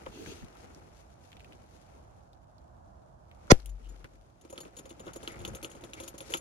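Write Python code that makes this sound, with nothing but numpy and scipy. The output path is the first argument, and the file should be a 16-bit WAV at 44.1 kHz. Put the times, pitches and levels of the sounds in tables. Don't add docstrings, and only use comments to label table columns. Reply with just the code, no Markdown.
import sys
import numpy as np
from scipy import signal
from scipy.fft import rfft, irfft, next_fast_len
from scipy.io import wavfile
from scipy.ndimage import uniform_filter1d

SR = 44100
rng = np.random.default_rng(int(sys.argv[2]) if len(sys.argv) > 2 else 0)


def store_pcm(level_fs):
    pcm = np.round(np.clip(level_fs, -1, 1) * 32767).astype(np.int16)
    wavfile.write(sys.argv[1], SR, np.atleast_2d(pcm).T)


N = 282350
TIME = np.arange(N) / SR


# [f/Hz, left level/dB, right level/dB]
GAP_TONES = [(410, -12, -7), (551, 3.5, -23), (1033, 0, -0.5), (1155, -19.5, -11.5), (1293, -33, -4.5),
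             (1371, -27.5, -2), (1450, -37, -5.5), (1770, -39.5, -14.5), (1908, -33.5, -5.5),
             (2088, -28, -7), (2190, -30.5, -7.5), (2274, -34.5, -13.5), (2424, -38.5, -13),
             (3400, -21.5, -9.5), (3490, -27, -13), (4070, -55.5, -13), (4340, -36, -9.5), (4980, -11, -3),
             (5535, -13.5, -7.5), (5700, -10.5, -10), (5660, -13.5, -14.5), (6180, -10.5, -10.5),
             (6230, -12.5, -21), (6300, -12, -5.5), (6940, -14, -13), (7100, -12.5, -32)]
# [f/Hz, level/dB]
JET_SPECTRUM = [(40, -4.5), (150, 3.5), (400, -7), (680, -0.5), (900, -6.5), (1400, -11), (2300, -6.5),
                (3000, -12), (6000, -10.5), (8000, -19), (11000, -31.5), (16000, -35)]
# [f/Hz, level/dB]
RETURN_SPECTRUM = [(40, -10.5), (250, -9), (450, -1), (700, -5), (1000, -18), (1800, -18), (3400, -24),
                   (6000, -25.5), (10000, -35.5), (16000, -46.5)]
# [start t/s, length t/s, level/dB]
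THROB_SWELLS = [(3.54, 0.09, -45), (3.61, 0.2, -39), (3.8, 0.17, -43.5), (3.92, 0.16, -52),
                (4.06, 0.21, -59)]
# [f/Hz, level/dB, t60/s]
HOLLOW_MODES = [(336.4, -2, 0.083), (377, -8, 0.03), (459.3, -2.5, 0.055), (541.3, 0, 0.066),
                (619, -10, 0.019), (650, -15, 0.034)]
# [f/Hz, level/dB, t60/s]
IRON_MODES = [(4410, -12, 0.03), (5940, -12, 0.029), (6380, -6, 0.041), (6810, 1.5, 0.047),
              (6900, 1.5, 0.066), (8600, -24, 0.29), (9500, -11, 0.039), (10100, -6, 0.043),
              (10390, -3, 0.048), (11550, -4, .04), (11600, -18, .04), (11700, 1, 0.054), (13300, -7, .04),
              (14570, -21, .06), (15480, -16, .05)]
# [t/s, lid ring level/dB, clack level/dB, body thud level/dB]
JOLTS = [(0.064, -63, -46, -32.5), (3.659, -52.5, -48, -58), (3.6925, -53.5, -72, -70),
         (3.8898, -56, -70, -65), (4.044, -79, -56, -48), (4.4119, -58, -73, -62), (4.45, -72, -64, -45),
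         (4.501, -49.5, -61, -46), (4.526, -49, -58, -37.5), (4.5782, -48, -34.5, -38),
         (4.604, -42.5, -69, -39), (4.652, -63, -50, -41.5), (4.7667, -45, -52, -44),
         (4.788, -44.5, -50, -41.5), (4.8927, -50, -55, -55), (4.9059, -54.5, -45.5, -61),
         (5.002, -54.5, -49, -40), (5.066, -59, -49, -30.5), (5.079, -60, -47, -40.5),
         (5.133, -46, -60, -54), (5.159, -43.5, -59, -36.5), (5.23, -50.5, -48.5, -38),
         (5.276, -44.5, -30.5, -33.5), (5.3186, -50, -54, -52), (5.414, -52, -50, -42),
         (5.45, -41.5, -32.5, -37), (5.476, -42, -49, -33), (5.549, -42, -40, -40),
         (5.6283, -41, -41.5, -35.5), (5.6458, -40, -33.5, -37), (5.715, -50, -49.5, -50),
         (5.8386, -49.5, -43.5, -40.5), (5.934, -46, -36.5, -47), (6.0005, -41.5, -42, -35.5),
         (6.0353, -43, -49, -43), (6.0785, -39, -44, -43), (6.141, -62, -59, -38.5),
         (6.1799, -41.5, -63, -55), (6.2052, -43.5, -39, -39.5), (6.3017, -44.5, -51, -39.5),
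         (6.321, -42.5, -41, -36), (6.3383, -31.5, -23.5, -27.5), (6.3697, -38.5, -60, -50)]
# [f/Hz, level/dB]
TICK_SPECTRUM = [(800, -30.5), (3000, -2.5), (5000, -10), (6600, 0.5), (8500, -12.5), (10200, -2),
                 (12000, -11), (13600, -10), (14300, -22), (16000, -22)]
# [f/Hz, level/dB]
CLACK_SPECTRUM = [(500, -24), (1900, -10.5), (2600, -1.5), (3400, 1), (4200, -9), (5500, -15), (9000, -27)]
# [f/Hz, level/dB]
BUMP_SPECTRUM = [(60, -18), (200, -7), (340, -1), (430, -7.5), (530, 1.5), (680, -12.5), (1000, -6.5),
                 (2500, -44.5)]
BUMP_BASS_SPECTRUM = [(25, -32), (70, -5), (150, 5), (260, -11), (600, -56)]
BUMP_KNOCK_SPECTRUM = [(400, -16), (880, -12), (1300, 28), (1750, 3), (2300, 13), (4000, -26)]
# [start t/s, length t/s, level/dB, centre f/Hz]
GRITTY_SWELLS = [(0.06, 0.019, -44, 1110), (3.828, 0.061, -66, 3000), (4.041, 0.023, -52.5, 1490),
                 (5.061, 0.056, -51.5, 1390), (5.269, 0.12, -54.5, 2110), (5.96, 0.056, -53, 2260),
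                 (6.333, 0.028, -37, 920)]
# [f/Hz, phase/rad]
PORT_LEAD = [(100, 0.1), (350, 1.1), (550, 1.83), (900, 2.8), (1400, 3.1), (2300, 4.68), (3400, 5.5),
             (6900, 8.13), (10250, 13), (16000, 17.7)]
# [f/Hz, level/dB]
PORT_BALANCE = [(100, -2), (350, -2), (550, 1.5), (900, -10), (1400, -3.5), (2300, -2), (3400, -4),
                (6900, -9), (10250, -1.5), (16000, 0)]
# [t/s, level/dB]
MOVEMENT = [(0, 2.5), (0.25, 0), (0.7, -2.5), (1.05, -12.5), (1.9, -8.5), (2.3, -22.5), (3.2, -26.5),
            (3.5, -2.5), (3.72, -13), (3.95, -8), (4.33, -20), (4.6, -4), (4.9, -8), (5.15, -0.5),
            (5.45, 3.5), (5.8, -0.5), (6.15, -3), (6.4, -1.5)]
# [f/Hz, level/dB]
CLOTH_SPECTRUM = [(500, -23.5), (1500, 0.5), (3200, -0.5), (4800, -0.5), (6600, 1), (8300, -8.5),
                  (10300, -5), (13000, -15.5), (14200, -24.5), (16000, -23.5)]
RUB_SPECTRUM = [(20, -30), (45, -5.5), (80, -1), (170, -0.5), (340, 1.5), (530, -2), (750, -12),
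                (1200, -22.5), (3000, -46)]
SCRAPE_SPECTRUM = [(300, -17.5), (800, 5), (1080, -3.5), (1330, 2), (1700, -5.5), (2300, -5), (2900, -11),
                   (4000, -26), (9000, -37)]
# [start t/s, length t/s, hiss level/dB]
FOLDS = [(0.1, 0.37, -60.5), (0.55, 0.11, -67.5), (0.92, 0.13, -67.5), (1.08, 0.076, -72.5),
         (1.2, 0.15, -67), (1.6, 0.37, -73), (3.45, 0.21, -68.5), (5.19, 0.16, -61.5), (5.94, 0.18, -62),
         (6.2, 0.21, -57.5)]
# [start t/s, length t/s, dull body level/dB, swish level/dB]
SLEEVE_STROKES = [(0.102, 0.11, -52, -56), (0.175, 0.09, -46.5, -58), (0.252, 0.097, -48.5, -49),
                  (0.351, 0.094, -56.5, -60.5)]
# [f/Hz, level/dB]
SLEEVE_BODY_SPECTRUM = [(120, -22), (230, -4.5), (350, -0.5), (440, -2), (520, -21), (900, -37.5)]
SLEEVE_SWISH_SPECTRUM = [(1200, -23), (2200, -14), (2600, 0.5), (2950, -6), (3300, -1), (3800, -11),
                         (4400, -5), (5200, -16), (6500, -3.5), (7300, -18), (12000, -30)]
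# [t/s, peak level/dB, centre f/Hz]
SNAPS = [(0.063, -47, 2200), (0.2613, -44, 1780), (0.4235, -52.5, 1740), (0.7473, -53, 5200),
         (1.3179, -54, 2540), (1.3294, -50.5, 2510), (1.3685, -52.5, 2860), (1.3962, -55, 2700),
         (1.4046, -51.5, 2560), (1.4454, -52.5, 2550), (1.523, -53, 2480), (1.5317, -54, 2840),
         (2.332, -61, 4180), (2.582, -62, 4230), (3.3138, -54.5, 2300), (3.6012, -52.5, 4130),
         (3.6594, -44.5, 9500), (4.0435, -47, 2000)]
# [start t/s, length t/s, level/dB]
BUFFETS = [(0.06, 0.066, -47), (0.26, 0.056, -44.5), (0.415, 0.05, -41), (4.035, 0.038, -48),
           (5.33, 0.16, -44), (5.47, 0.11, -42.5), (5.6, 0.059, -49)]
# [f/Hz, level/dB]
BUFFET_SPECTRUM = [(20, -11), (45, 1), (90, -1), (150, -5.5), (220, -5), (320, -20), (600, -53)]
# [f/Hz, level/dB]
AIR_SPECTRUM = [(15, -48.5), (25, -19.5), (39, -10.5), (64, -2), (243, -19), (286, -24), (335, -16),
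                (394, -29), (655, -13), (1580, -31), (2180, -52), (7090, -51), (15000, -68)]
# [f/Hz, correlation]
AIR_LIKENESS = [(60, .8), (130, 0.81), (290, 0.12), (700, -.4), (1400, -0.32), (3000, 0.16), (15000, 0.15)]
NEAR_LIKENESS = [(60, 0.29), (300, .5), (700, -0.26), (1400, -0.15), (3000, -0.26), (6800, -0.39),
                 (15000, 0.16)]
CRACK_LIKENESS = [(1000, 0), (8000, 0.41), (11000, -.6), (16000, -.6)]

CRACK_S, OPEN_S = 3.4985, 3.5188
LATCH_END_S = 3.7
LOWER_S = 4.4
THROB_START_HZ, THROB_END_HZ, THROB_SAG_S = 53.5, 45, 0.14
RUB_FOLLOWS, CLOTH_FOLLOWS = 0.6, 0.63
CHATTER_S = 0.012
TOP_FULL_DB, TOP_FOLLOWS = -28.85, 0.63
HARD_DB, PING_FOLLOWS = -19, 0.4
CUT_HZ = 16200


def amp(db):
    return 10 ** (np.asarray(db) / 20)


def unit(x):
    return x / np.sqrt(np.mean(x ** 2) + 1e-20)


def unit_peak(x):
    power = uniform_filter1d(np.mean(x ** 2, 0), size=132)
    return x / np.sqrt(power.max() + 1e-20)


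def read(points, hz):
    f, value = np.transpose(points)
    return np.interp(np.log(hz + 1), np.log(f + 1), value)


def pan(db):
    return amp(np.array([[db], [-db]]) / 2)


def add(mix, s, sound):
    part = mix[:, max(round(s * SR), 0):][:, :sound.shape[1]]
    part += sound[:, :part.shape[1]]


def seconds(length):
    return np.arange(round(length * SR)) / SR


def noise(colour, n, likeness=NEAR_LIKENESS):
    size = next_fast_len(n)
    hz = np.fft.rfftfreq(size, 1 / SR)
    a, b = rfft(rng.standard_normal((2, size)))
    same = np.clip(read(likeness, hz), -1, 1)
    sides = np.array([a, same * a + np.sqrt(1 - same ** 2) * b])
    return unit(irfft(sides * amp(read(colour, hz)), size)[:, :n])


def wander(per_s, n=N):
    at = np.arange(n) * per_s / SR
    return unit(np.interp(at, np.arange(n), rng.standard_normal(n)))


def arch(start, length):
    out = np.zeros((1, N))
    add(out, start, np.sin(np.pi * seconds(length) / length)[None])
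    return out[0]


def swells(rows):
    return sum(amp(db) * arch(start, length) for start, length, db in rows)


def burst(colour, rise, t60, tail_db, tail_t60):
    t = seconds(.2)
    decay = amp(-60 * t / t60) + amp(tail_db - 60 * t / tail_t60)
    shape = (1 - np.exp(-t / rise)) * decay
    return unit_peak(noise(colour, len(t)) * shape)


def ringing(modes, t, tilt_db=0, scatter_db=4, detune=0.0078):
    hz, db, t60 = np.transpose(modes)[:, :, None]
    hz = hz * (1 + detune * rng.standard_normal(hz.shape))
    strengths = amp(db + tilt_db + scatter_db * rng.standard_normal(hz.shape) - 60 * t / t60)
    turns = hz * t + rng.random((len(hz), 1))
    return (strengths * np.sin(2 * np.pi * turns)).sum(0)


def movement():
    return np.interp(TIME, *np.transpose(MOVEMENT))


def steam_jet(tones_db=-11.5, rush_db=-14, crack_db=-17, swell_s=.0098, flutter_rad=0.59,
              shut_s=0.00056, port_delay_s=.00034):
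    t = seconds(.04)
    late = np.maximum(t - (OPEN_S - CRACK_S), 0)
    flow = np.minimum(t / swell_s, 1) ** 2 * np.exp(-late / shut_s)
    arrival = np.array([t, t - port_delay_s])
    tones = 0
    for hz, left_db, right_db in GAP_TONES:
        phase = 2 * np.pi * (hz * arrival + rng.random()) + flutter_rad * wander(250, len(t))
        tones = tones + amp([[left_db], [right_db]]) * np.sin(phase)
    gap = np.minimum(t / (OPEN_S - CRACK_S), 1)
    rush = amp(rush_db) * gap * noise(JET_SPECTRUM, len(t)) * pan(-3.5)
    crack = amp(crack_db) * gap ** 6 * noise(TICK_SPECTRUM, len(t), CRACK_LIKENESS)
    return flow * (amp(tones_db) * unit(tones) + rush + crack)


def blast(blast_db=-5.0, start_hz=580, left_glide_s=.0041, right_glide_s=.00427, lead_s=.002,
          left_hold_s=.011, right_hold_s=.008, push_db=-28, push_s=.027):
    t = seconds(.15) - lead_s
    glide_s = np.array([[left_glide_s], [right_glide_s]])
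    turns = start_hz * glide_s * (1 - np.exp(-t / glide_s))
    hold = np.array([[left_hold_s], [right_hold_s]])
    shape = np.clip(1 + t / lead_s, 0, 1) / np.sqrt(1 + (t / hold) ** 6)
    whoop = amp(blast_db) * shape * np.sin(2 * np.pi * turns) * pan(1.0)
    u = np.maximum(t, 0) / push_s
    push = amp(push_db) * u ** 2 * np.exp(1 - u ** 2) * pan(11)
    return OPEN_S - lead_s, whoop + push


def field_return(return_db=-21, hollow_db=-27):
    hollow = unit_peak(ringing(HOLLOW_MODES, seconds(.2), scatter_db=1) * pan(-3))
    scattered = burst(RETURN_SPECTRUM, rise=0.0011, t60=.07, tail_db=-38, tail_t60=0.25)
    return amp(return_db) * scattered + amp(hollow_db) * hollow


def throb(second_db=-30, third_db=-27):
    sag = np.exp(-np.maximum(TIME - OPEN_S, 0) / THROB_SAG_S)
    hz = THROB_END_HZ + (THROB_START_HZ - THROB_END_HZ) * sag
    turn = 2 * np.pi * np.cumsum(hz) / SR
    wave = np.sin(turn) + amp(second_db) * np.sin(2 * turn) + amp(third_db) * np.sin(3 * turn)
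    return swells(THROB_SWELLS) * np.sqrt(2) * wave * pan(7)


def latch_ticks(count=14, early_db=-53, late_db=-64, spread_db=2):
    out = np.zeros((2, N))
    colour = [(500, -8), (2500, -1), (5800, 0), (8000, -12), (12000, -14), (16000, -30)]
    # one at CRACK_S, zero at LATCH_END_S
    for nearness in np.sqrt((np.arange(count) + rng.random(count)) / count):
        db = late_db + (early_db - late_db) * nearness + spread_db * rng.standard_normal()
        tick = burst(colour, rise=0.0004, t60=0.007, tail_db=-24, tail_t60=0.05)
        add(out, LATCH_END_S + nearness * (CRACK_S - LATCH_END_S), amp(db) * tick)
    return out


def rattle(db, hard_db, ring_db=-5.0, tick_db=-7, clack_db=-2, grit_db=-5, contacts_per_s=1500,
           swell_s=0.00041):
    t = seconds(.2)
    top_modes = np.array(IRON_MODES)[:, :1] > 9000
    shape = (1 - np.exp(-t / swell_s)) * np.exp(-(t / CHATTER_S) ** 2)
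    struck = rng.random(len(t)) < contacts_per_s / SR
    contacts = shape * rng.standard_normal((2, len(t))) * struck
    ring = ringing(IRON_MODES, t, top_modes * TOP_FOLLOWS * (db - TOP_FULL_DB))
    chatter = unit_peak(signal.fftconvolve(contacts, ring[None], axes=1)[:, :len(t)])
    grit = unit_peak(shape * noise(TICK_SPECTRUM, len(t)))
    tick = burst(TICK_SPECTRUM, rise=0.00028, t60=0.0045, tail_db=-22, tail_t60=0.15)
    clack = burst(CLACK_SPECTRUM, rise=0.00042, t60=0.0056, tail_db=-21, tail_t60=0.093)
    bright = amp(ring_db) * chatter + amp(grit_db) * grit + amp(tick_db) * tick
    return amp(db) * bright * pan(2.2) + amp(hard_db + clack_db) * clack * pan(2.0)


def bump(db, hard_db, body_db=-6.5, hollow_db=-8, bass_db=-22, knock_db=-13, hard_share=0.5):
    t = seconds(.2)
    hollow = unit_peak(ringing(HOLLOW_MODES, t) * (1 - np.exp(-t / 0.0034)) * pan(-1.5))
    body = burst(BUMP_SPECTRUM, rise=0.0025, t60=0.051, tail_db=-15, tail_t60=0.13)
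    bass = burst(BUMP_BASS_SPECTRUM, rise=0.004, t60=0.1, tail_db=-28, tail_t60=.15)
    knock = burst(BUMP_KNOCK_SPECTRUM, rise=0.0019, t60=0.092, tail_db=-2, tail_t60=0.15)
    knock_gain = amp(knock_db + hard_share * (hard_db - db))
    return amp(db) * (amp(hollow_db) * hollow + amp(body_db) * body + amp(bass_db) * bass + knock_gain * knock)


def ping(db, ping_db=-2, ping_hz=3300, scatter=0.05, peak_s=0.00055, onset_s=0.00038):
    t = np.maximum(seconds(.2) - onset_s, 0)
    hz = ping_hz * (1 + scatter * rng.standard_normal())
    cycles = unit_peak(t * np.exp(-t / peak_s) * np.sin(2 * np.pi * hz * t) * pan(2))
    return amp(db + ping_db + PING_FOLLOWS * (db - HARD_DB)) * cycles


def jolts(count=26, faint_ring_db=-58, faint_clack_db=-55, faint_thud_db=-47, spread_db=3.0):
    out = np.zeros((2, N))
    times = LOWER_S + (np.arange(count) + rng.random(count)) / count * (N / SR - LOWER_S)
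    faint_db = np.array([faint_ring_db, faint_clack_db, faint_thud_db])
    levels = faint_db + spread_db * rng.standard_normal((count, 3))
    for s, ring_db, clack_db, thud_db in [*np.column_stack([times, levels]), *JOLTS]:
        add(out, s, ping(clack_db) + rattle(ring_db, clack_db) + bump(thud_db, clack_db))
    return out


def gritty_swells(skirt_db=-14, grain_db=3):
    out = np.zeros((2, N))
    for s, length, db, hz in GRITTY_SWELLS:
        t = seconds(length)
        colour = [(hz / 8, -35), (hz / 1.3, skirt_db), (hz, 0), (hz * 1.2, skirt_db), (hz * 8, -45)]
        grains = unit(noise(colour, len(t)) * amp(grain_db * wander(398, len(t))))
        add(out, s, amp(db) * np.sin(np.pi * t / length) * grains * pan(2.7))
    return out


def dragging(drag_db=-62.5, slip_db=4):
    lowered = np.clip((TIME - LOWER_S) / 0.051, 0, 1)
    body = ringing(HOLLOW_MODES, seconds(.2), scatter_db=0, detune=0)
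    friction = rng.standard_normal(N) * amp(slip_db * wander(50))
    hollow = signal.fftconvolve(friction, body)[:N]
    return lowered * amp(drag_db + RUB_FOLLOWS * movement()) * unit(hollow) * pan(-1)


def at_ports(x, direct=0.79):
    left, right = rfft(x)
    hz = np.fft.rfftfreq(N, 1 / SR)
    later = left * amp(read(PORT_BALANCE, hz)) * np.exp(-1j * read(PORT_LEAD, hz))
    return irfft(np.array([left, direct * later + np.sqrt(1 - direct ** 2) * right]), N)


def handling(cloth_db=-68, fold_db=1, rub_db=-57.0, scrape_db=-59.5,
             cloth_grain_db=2.0, rub_grain_db=3.5, scrape_grain_db=3.0):
    brisk, slips = movement(), wander(45)
    cloth = np.hypot(amp(cloth_db + CLOTH_FOLLOWS * brisk), amp(fold_db) * swells(FOLDS))
    hiss = noise(CLOTH_SPECTRUM, N) * cloth * amp(1.7 * slips + cloth_grain_db * wander(700))
    dull = noise(RUB_SPECTRUM, N) * amp(rub_db + RUB_FOLLOWS * brisk + rub_grain_db * slips)
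    gritty_db = scrape_db + brisk + slips + scrape_grain_db * wander(250)
    gritty = noise(SCRAPE_SPECTRUM, N) * amp(gritty_db)
    return hiss * pan(8.7) + dull * pan(-.5) + gritty * pan(2.5)


def crumbs(crumb_db=-71, per_s=160, spread_db=4.5):
    strengths = amp(spread_db * np.minimum(rng.exponential(1, (2, N)), 4))
    sizes = strengths * (rng.random(N) < per_s / SR)
    slips = signal.lfilter([1], [1, -np.exp(-1 / (0.00047 * SR))], sizes)
    colour = [(500, -14), (1300, -1), (3200, -0.5), (5000, -6), (6800, -4), (12000, -14), (16000, -30)]
    return amp(crumb_db + CLOTH_FOLLOWS * movement()) * unit(slips * noise(colour, N)) * pan(2)


def sleeve(body_db=1.0, swish_db=-1):
    body = swells((s, length, db) for s, length, db, _ in SLEEVE_STROKES)
    swish = swells((s, length, db) for s, length, _, db in SLEEVE_STROKES)
    dull = amp(body_db) * body * noise(SLEEVE_BODY_SPECTRUM, N) * pan(-2)
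    return dull + amp(swish_db) * swish * noise(SLEEVE_SWISH_SPECTRUM, N) * pan(4.2)


def snaps(snap_db=1.5, skirt_db=-20):
    out = np.zeros((2, N))
    for s, db, hz in SNAPS:
        colour = [(hz / 10, -30), (hz / 2, skirt_db), (hz, 0), (hz * 2, skirt_db), (hz * 10, -35)]
        snap = burst(colour, rise=0.00044, t60=0.0049, tail_db=-20.5, tail_t60=0.066)
        add(out, s, amp(db + snap_db) * snap * pan(1.0))
    return out


def buffets(buffet_db=-2):
    return amp(buffet_db) * swells(BUFFETS) * noise(BUFFET_SPECTRUM, N) * pan(2.2)


def open_air(air_db=-56, dip_db=-5):
    dip = np.interp(TIME, [3.5, 3.6, 4.4, 5.0], [0, 1, 1, 0])
    rumble = noise(AIR_SPECTRUM, N, AIR_LIKENESS) * pan(-3)
    return rumble * amp(air_db + dip_db * dip + wander(4))


def scene():
    vessel = at_ports(jolts() + gritty_swells() + dragging()) + latch_ticks() + throb()
    hands = handling() + crumbs() + sleeve() + buffets() + snaps()
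    out = open_air() + hands + vessel
    add(out, CRACK_S, steam_jet())
    add(out, *blast())
    add(out, OPEN_S, field_return())
    return out


def record(dry, shelf_db=-7):
    colour = amp(read([(13300, 0), (14300, shelf_db)], np.fft.rfftfreq(N, 1 / SR)))
    heard = irfft(rfft(np.clip(dry, -1, 1)) * colour, N)
    low_pass = signal.firwin(511, CUT_HZ, window=("kaiser", 9), fs=SR)
    return signal.oaconvolve(heard, low_pass[None], "same")


dry = scene()
out = record(dry)
store_pcm(out)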